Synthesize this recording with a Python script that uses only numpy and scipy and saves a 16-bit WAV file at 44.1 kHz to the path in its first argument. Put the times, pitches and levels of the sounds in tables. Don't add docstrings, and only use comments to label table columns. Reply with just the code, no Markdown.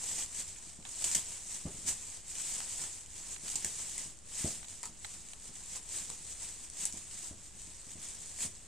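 import sys
import numpy as np
from scipy import signal
from scipy.fft import rfft, irfft
from scipy.io import wavfile
from scipy.ndimage import uniform_filter1d

SR = 44100
rng = np.random.default_rng(int(sys.argv[2]) if len(sys.argv) > 2 else 0)


def put_to_file(sound):
    columns = np.atleast_2d(sound).T
    safe = np.clip(columns, -1, 1)
    whole_steps = np.round(safe * 32767)
    wavfile.write(sys.argv[1], SR, whole_steps.astype(np.int16))


N = 382347

# (time [s], crack [dB], low pop [dB], hollow ring [dB], length of the break [ms], ring pitch [Hz])
SNAPS = [(0.182, -31, -43, -50, 0.67, 2530), (0.2246, -51, -40, -47, 0.58, 3200),
         (.261, -45, -45, -49, .5, 4500), (.562, -52, -57.5, -52, 1.1, 2400),
         (1.0401, -38, -38.5, -44, 0.87, 3090), (1.0417, -26, -39, -46, 1.4, 3020),
         (1.0458, -26, -51, -55, 0.88, 3000), (1.1146, -26, -36.5, -33, 0.3, 3300),
         (1.1482, -21.5, -36, -37.5, 1.2, 2030), (1.152, -28, -38, -31, 1, 5200),
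         (1.178, -30, -48, -41, .6, 3800), (1.873, -33, -47, -47, 0.99, 3670),
         (1.8793, -36, -48, -52, 0.86, 2000), (2.3535, -34, -47, -43, 0.54, 2920),
         (2.383, -35, -64, -62, 0.55, 3000), (2.582, -37, -62, -63, 0.8, 2500),
         (2.603, -44, -40, -37, 0.91, 1730), (2.8384, -42, -44, -45, 1, 1730),
         (3.061, -43, -58, -55, .4, 3000), (3.18, -38, -57, -54, .4, 3000),
         (3.458, -44, -52, -55, 0.65, 3280), (3.48, -39, -38, -44, 0.54, 2300),
         (3.501, -29, -52, -52, .5, 3030), (3.556, -28.5, -37.5, -37, 0.77, 5200),
         (3.5594, -29, -54, -46, 1.1, 5000), (3.646, -22, -32, -42.5, 0.87, 2420),
         (3.9792, -35, -51, -42.5, 1.3, 2030), (4.1888, -40, -70, -78, 0.29, 3000),
         (4.6837, -35.5, -55, -49, 0.4, 3200), (4.8307, -29.5, -43, -41.5, 0.42, 1790),
         (4.834, -45, -45.5, -47, 2.1, 950), (4.8545, -37.5, -45, -45, 1.5, 1030),
         (5.287, -38, -57, -55, .4, 3020), (5.3342, -36.5, -64, -49, 0.47, 1300),
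         (5.752, -46.5, -56, -57, .7, 3020), (5.986, -37, -49, -52, 0.39, 2500),
         (6.1006, -34, -39, -43.5, 0.79, 1100), (6.6998, -35, -59, -66, 0.64, 3000),
         (6.8539, -17.5, -34, -35.5, 0.23, 3000), (6.856, -28, -53, -41, 0.55, 2000),
         (6.9245, -34.5, -64, -69, 1.2, 3000), (6.933, -36, -66, -69, .7, 3020),
         (7.906, -41, -60, -58, .5, 3000), (7.917, -39, -58, -61, .5, 3000),
         (8.046, -43, -52, -51, .5, 3800), (8.387, -43, -49, -52, 1.0, 2320),
         (8.4052, -36, -42, -45, 0.75, 2400)]
# (frequency [Hz], relative level [dB])
SPARKLE_TONE = [(100, -55), (11000, -41), (11700, -26), (12500, 8), (13800, 11), (14600, -6), (15500, -15)]


def amp(db):
    return 10 ** (np.asarray(db) / 20)


def unit(x):
    return x / np.sqrt(np.mean(x ** 2) + 1e-20)


def read(points, hz):
    f, value = np.transpose(points)
    return np.interp(np.log(hz + 1), np.log(f + 1), value)


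def add(mix, s, sound):
    part = mix[..., max(0, round(s * SR)):][..., :sound.shape[-1]]
    part += sound[..., :part.shape[-1]]


def colour(x, tone, size=4096):
    log_gain = np.log(amp(read(tone, abs(np.fft.fftfreq(size, 1 / SR)))))
    response = np.exp(np.conj(signal.hilbert(log_gain)))
    taps = np.fft.ifft(response).real[:size // 2]
    return signal.oaconvolve(x, taps[None] / np.linalg.norm(taps), axes=1)[:, :N]


def ring(x, hz, q):
    return np.sqrt(SR * q / (np.pi * hz)) * signal.lfilter(*signal.iirpeak(hz, q, SR), x)


def slip(length_ms, size):
    age = 1000 * np.arange(size) / SR / length_ms
    return age * np.exp(1 - age) * rng.choice([-1, 1], (2, size))


def stereo(pair, likeness):
    mid, side = rfft(pair)
    alike = np.clip(read(likeness, np.fft.rfftfreq(N, 1 / SR)), -1, 1)
    mid, side = mid * np.sqrt((1 + alike) / 2), side * np.sqrt((1 - alike) / 2)
    return irfft([mid + side, mid - side], N)


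def room_rumble(level_db=-58.5):
    # (frequency [Hz], relative level [dB])
    tone = [(10, -3), (28, 4.5), (45, 1), (65, -1), (90, 0.5), (130, -7.5), (200, -8.5), (280, -13),
            (370, -14.5), (500, -16.5), (1000, -21), (1500, -22.5), (5000, -30.5), (15000, -55)]
    return amp(level_db) * colour(rng.standard_normal((2, N)), tone)


def room_echo(x, echo_db, gap_s=0.0059, size=16384):
    # (frequency [Hz], time to fade by 60 dB [s])
    fade_times = [(100, 0.39), (500, 0.22), (2000, 0.17), (8000, 0.07), (15000, 0.22)]
    bounces = rng.choice([-1., 1.], (2, size)) * (rng.random((2, size)) < 5000 / SR)
    bounces *= np.arange(size) > gap_s * SR
    hz, t, bands = signal.stft(bounces, SR, nperseg=256)
    tail = signal.istft(bands * amp(-60 * t / read(fade_times, hz)[:, None]), SR, nperseg=256)[1]
    echo = signal.fftconvolve(x[:1], tail / np.linalg.norm(tail[0]), axes=1)[:, :N]
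    return (x + amp(echo_db) * echo) / np.sqrt(1 + amp(2 * echo_db))


def case_ticks(left_db=-2, right_db=0, ring_db=-1, size=2000):
    # (time [s], level [dB], length [ms], hollow pitch [Hz])
    events = [(0.826, -55.5, 0.91, 2400), (0.851, -47, 1.4, 2640), (0.856, -55, 6.5, 1130),
              (3.361, -50, 2.2, 1600), (4.628, -49.5, 1.4, 1720), (4.643, -52, 3.1, 3600),
              (5.0457, -42.5, 1.8, 1900), (5.0488, -49, 2.7, 4000), (5.3329, -49, 1.3, 2400)]
    # (frequency [Hz], relative level [dB])
    tone = [(80, -16), (400, -28), (800, 14), (1300, -3), (1800, 2.5), (2800, 2.5), (4200, 3), (5200, -17),
            (8000, -7), (14000, -28)]
    ticks, rings = np.zeros((2, 2, N))
    for s, db, length_ms, hz in events:
        tick = amp(db) * slip(length_ms, size)
        add(ticks, s, tick)
        add(rings, s, amp(ring_db) * ring(tick, hz, q=1.9))
    return (colour(ticks, tone) + rings) * amp([[left_db], [right_db]])


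def paw_thumps(thump_db=4, scuff_db=-17, rise_s=0.002, soften_s=0.0011, sink_s=0.013, size=16000):
    # (time [s], level [dB])
    landings = [(.668, -48), (0.788, -42), (1.158, -40.5), (1.6537, -26.5), (1.671, -42), (1.744, -44.5),
                (1.785, -48.5), (1.848, -44), (1.884, -39), (3.434, -44.5), (3.552, -46.5), (3.644, -39.5),
                (4.057, -47.5), (4.4437, -25), (4.461, -40), (4.894, -47.5), (5.16, -55), (5.491, -45.5),
                (6.097, -47), (6.206, -51), (6.938, -40.5), (7.309, -38), (7.55, -48.5), (7.674, -47.5),
                (7.868, -45.5), (7.954, -41.5), (8.447, -38)]
    # (pitch [Hz], level [dB], time to fade by 60 dB [s])
    notes = [(85.2, -9.5, 0.11), (148, 2, 0.029), (347, -10.5, 0.033), (645, -22, 0.038)]
    # (frequency [Hz], relative level [dB])
    scuff_tone = [(30, -17), (85, -1), (130, 1.5), (200, 2.5), (280, -3), (370, -1), (510, -9.5), (660, -6),
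                  (950, -17), (3000, -33), (12000, -86)]
    blows, scuffs = np.zeros((2, 2, N))
    t = np.arange(size) / SR
    contact = 1 - np.exp(-(t / rise_s) ** 2)
    sag = t + soften_s * (1 - np.exp(-t / soften_s))
    sinking = amp(-1.5) * t / sink_s * np.exp(1 - t / sink_s)
    settling = contact * amp(-13 - 60 * t / 0.68)
    for s, db in landings:
        detunes = 1 + 0.047 * rng.standard_normal(len(notes))
        swing = sum(amp(note_db - 60 * t / fade_s) * np.sin(2 * np.pi * hz * detune * sag)
                    for (hz, note_db, fade_s), detune in zip(notes, detunes))
        add(blows[0], s, -amp(db + thump_db) * swing * contact)
        add(scuffs, s, amp(db + scuff_db) * (sinking + settling) * rng.standard_normal((2, size)))
    return blows + colour(scuffs, scuff_tone)


def tugging(rest_db=-62.5, drop_db=9, roundness=1.35):
    # (time of hardest pull [s], level [dB], build-up [s], relaxing [s])
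    tugs = [(0.098, -38.5, 0.17, 0.11), (.21, -36.5, 0.12, 0.044), (.295, -50, 0.054, .06),
            (0.397, -38, 0.074, 0.05), (.48, -46.5, 0.032, 0.089), (.69, -49.5, 0.35, 0.1),
            (.875, -48.5, 0.019, 0.043), (.92, -45.5, 0.04, 0.11), (1.062, -35.5, 0.088, 0.13),
            (1.165, -33.5, 0.088, 0.04), (1.33, -43, 0.26, 0.11), (1.545, -41.5, 0.094, 0.08),
            (1.77, -50, 0.09, .26), (1.883, -31, 0.021, 0.048), (2.15, -45.5, 1, 0.076),
            (2.30, -44, 0.045, 0.05), (2.39, -40, 0.072, 0.14), (2.50, -38, 0.094, 0.23),
            (2.73, -41, 0.1, 0.074), (2.82, -38.5, 0.074, 0.09), (2.95, -46, 0.1, 0.093),
            (3.175, -45.5, 0.088, 0.11), (3.334, -42, 0.11, .044), (3.49, -38.5, 0.068, 0.22),
            (3.665, -41, 0.019, 0.089), (3.81, -42, 0.073, 0.058), (4.005, -41, 0.42, 0.1),
            (4.41, -36.5, 0.089, 0.059), (4.477, -37.5, 0.075, 0.12), (4.70, -47, 0.037, 0.19),
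            (4.857, -47, 0.035, 0.045), (5.11, -46.5, 0.13, 0.17), (5.32, -51, 0.1, 0.022),
            (5.485, -47.5, 0.13, 0.027), (5.56, -48, 0.059, 0.14), (5.767, -40.5, 0.097, 0.032),
            (5.83, -52, 0.039, 0.059), (5.96, -38, 0.076, .116), (6.118, -46, 0.09, 0.12),
            (6.31, -44.5, 0.12, 0.089), (6.43, -42, 0.053, 0.16), (6.64, -47.5, 0.089, 0.056),
            (6.835, -38, 0.084, 0.073), (6.97, -45.5, 0.053, 0.12), (7.14, -47, 0.067, 0.098),
            (7.273, -43.5, 0.17, 0.04), (7.46, -52.5, 0.3, 0.075), (7.61, -49.5, 0.1, 0.51),
            (7.925, -48.5, 0.068, .036), (8.045, -44, 0.067, 0.19), (8.26, -47.5, 0.13, 0.44),
            (8.432, -33.5, 0.046, 0.04)]
    t = np.arange(N) / SR
    power = amp(rest_db) ** 2
    for s, db, build_s, relax_s in tugs:
        away = np.maximum((s - t) / build_s, (t - s) / relax_s)
        power = power + amp(db - drop_db * np.minimum(away, 10) ** roundness) ** 2
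    return 10 * np.log10(power)


def tight_hush(depth_db=4, length_s=0.01):
    loudest = max(row[1] for row in SNAPS)
    dip, t = np.zeros(N), np.arange(0, length_s, 1 / SR)
    shape = np.sin(np.pi * (t / length_s) ** 2)
    for s, db, *_ in SNAPS:
        add(dip, s - length_s, depth_db * amp(.5 * (db - loudest)) * shape)
    return dip


def flurries(per_s, fade_s):
    starts = rng.exponential(1, N) * (rng.random(N) < per_s / SR)
    activity = signal.lfilter([1], [1, -np.exp(-1 / (fade_s * SR))], starts)
    return np.minimum(unit(activity - activity.mean()), 4)


def buckles(per_s, spread_db, size):
    strengths = amp(spread_db * np.minimum(rng.exponential(1, size), 4))
    return strengths * rng.choice([-1, 1], (2, size)) * (rng.random(size) < per_s / SR)


def wander(x, depth_db):
    bands = signal.stft(x, nperseg=256)[2]
    patches = uniform_filter1d(rng.standard_normal(bands.shape[1:]), size=4, axis=0)
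    patches = unit(uniform_filter1d(patches, size=7, axis=1))
    return signal.istft(bands * amp(depth_db * patches), nperseg=256)[1][:, :N]


def creases(level_db, clump_db, tone, per_s, spread_db, wander_db):
    rate = per_s * amp(.6 * (level_db - np.median(level_db)))
    clicks = wander(buckles(rate, spread_db, N) * amp(clump_db), wander_db)
    strength = np.sqrt(abs(uniform_filter1d(clicks[0] ** 2, size=3000)) + 1e-6)
    return colour(clicks / strength * amp(level_db), tone)


def bag_snaps(crack_db=-7, pop_db=-2, sparkle_db=-18, after_fade_s=0.098, stray_count=42, size=6000):
    # (frequency [Hz], relative level [dB])
    crack_tone = [(100, -15), (800, -31), (2000, -4.5), (4000, -3.5), (6000, 10), (9000, 6.5), (10200, 8),
                  (11400, -41), (12800, -11), (14500, -18), (15500, -30)]
    # (frequency [Hz], relative level [dB])
    pop_tone = [(80, -15), (400, -6), (650, -3.5), (1000, -1.5), (1350, -13.5), (1800, -6), (3000, -8),
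                (4200, -5), (5200, -1.5), (7500, -21), (14000, -24)]
    cracks, pops, pockets, sparkles = np.zeros((4, 2, N))
    t = np.arange(size) / SR
    loudest = max(row[1] for row in SNAPS)
    stray_db = tugging() + 1
    strays = [(i / SR, stray_db[i], stray_db[i] - 15, stray_db[i] - 15,
               0.29, 2400 * 2 ** rng.uniform(-0.81, .5)) for i in rng.integers(0, N, stray_count)]
    for s, db, low_db, hollow_db, break_ms, hz in list(SNAPS) + strays:
        burst = slip(break_ms, size)
        small_breaks = unit(buckles(per_s=2100, spread_db=1.1, size=size))
        snap = burst + np.sqrt(break_ms) * amp(-14 - 60 * t / after_fade_s) * small_breaks
        add(cracks, s, amp(db + crack_db) * snap)
        add(pops, s, amp(low_db + pop_db) * snap)
        add(pockets, s, amp(hollow_db) * ring(burst, hz, q=3.3))
        add(sparkles, s, amp(loudest + sparkle_db + 1.8 * (db - loudest)) * burst)
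    return colour(cracks, crack_tone) + colour(pops, pop_tone) + pockets + colour(sparkles, SPARKLE_TONE)


def bag_crinkle(fine_db=-7, folds_db=-14, sparkle_db=-30, jerk_db=0.42):
    # (frequency [Hz], relative level [dB])
    fine_tone = [(100, -6), (800, -21.5), (2000, -5.5), (4000, -2), (6000, 3.5), (9000, 3.5), (10200, -0.5),
                 (11400, -18), (12600, -9), (14000, -39), (15000, -47)]
    # (frequency [Hz], relative level [dB])
    folds_tone = [(40, -4), (180, 2.5), (330, 0.5), (550, -1.5), (1000, 0.5), (1400, -5), (1900, 0.5),
                  (3000, 1), (4500, -1), (7000, -12), (14000, -38.5)]
    level = tugging()
    usual = np.median(level)
    level = level - tight_hush() + jerk_db * flurries(per_s=18, fade_s=0.014)
    folds_level = usual + 0.87 * (level - usual) + folds_db
    sparkle_level = usual + 1.48 * (level - usual) + sparkle_db
    clump_db = flurries(per_s=70, fade_s=0.0015)
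    fine = creases(level + fine_db, clump_db, fine_tone, per_s=7000, spread_db=1, wander_db=1.34)
    folds = creases(folds_level, 0.5 * clump_db, folds_tone, per_s=3500, spread_db=2, wander_db=1.5)
    sparkle = creases(sparkle_level, clump_db, SPARKLE_TONE, per_s=4200, spread_db=1, wander_db=0)
    return fine + folds + sparkle


def scene():
    # (frequency [Hz], left-right likeness [0 to 1])
    couch_likeness = [(50, 1), (500, 0.97), (1500, 0.96), (3600, 1), (4400, 0.69), (5200, 0.48),
                      (9000, 0.47), (15000, 0.29)]
    # (frequency [Hz], left-right likeness [0 to 1])
    rumble_likeness = [(40, 0.79), (200, 0.47), (500, 0.3), (1400, 0.15), (3000, 0.55), (9000, 0.54)]
    couch = room_echo(bag_crinkle(), echo_db=-12)
    couch += room_echo(bag_snaps(), echo_db=-4)
    couch += room_echo(paw_thumps(), echo_db=-21, gap_s=0.0098)
    return stereo(couch, couch_likeness) + stereo(room_rumble(), rumble_likeness) + case_ticks()


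def record(dry):
    # (pitch [Hz], width [Hz], boost [dB])
    microphones = [(8000, 770, 14), (7226, 1020, 12.5)]
    offset, top_hz = -0.0012, 15000
    heard = np.array([x + (amp(db) - 1) * signal.lfilter(*signal.iirpeak(hz, hz / width, SR), x)
                      for x, (hz, width, db) in zip(dry, microphones)])
    lowpass = signal.firwin(511, top_hz, window=("kaiser", 9), fs=SR)
    return signal.oaconvolve(heard + offset, lowpass[None], "same")


dry = scene()
out = record(dry)
put_to_file(out)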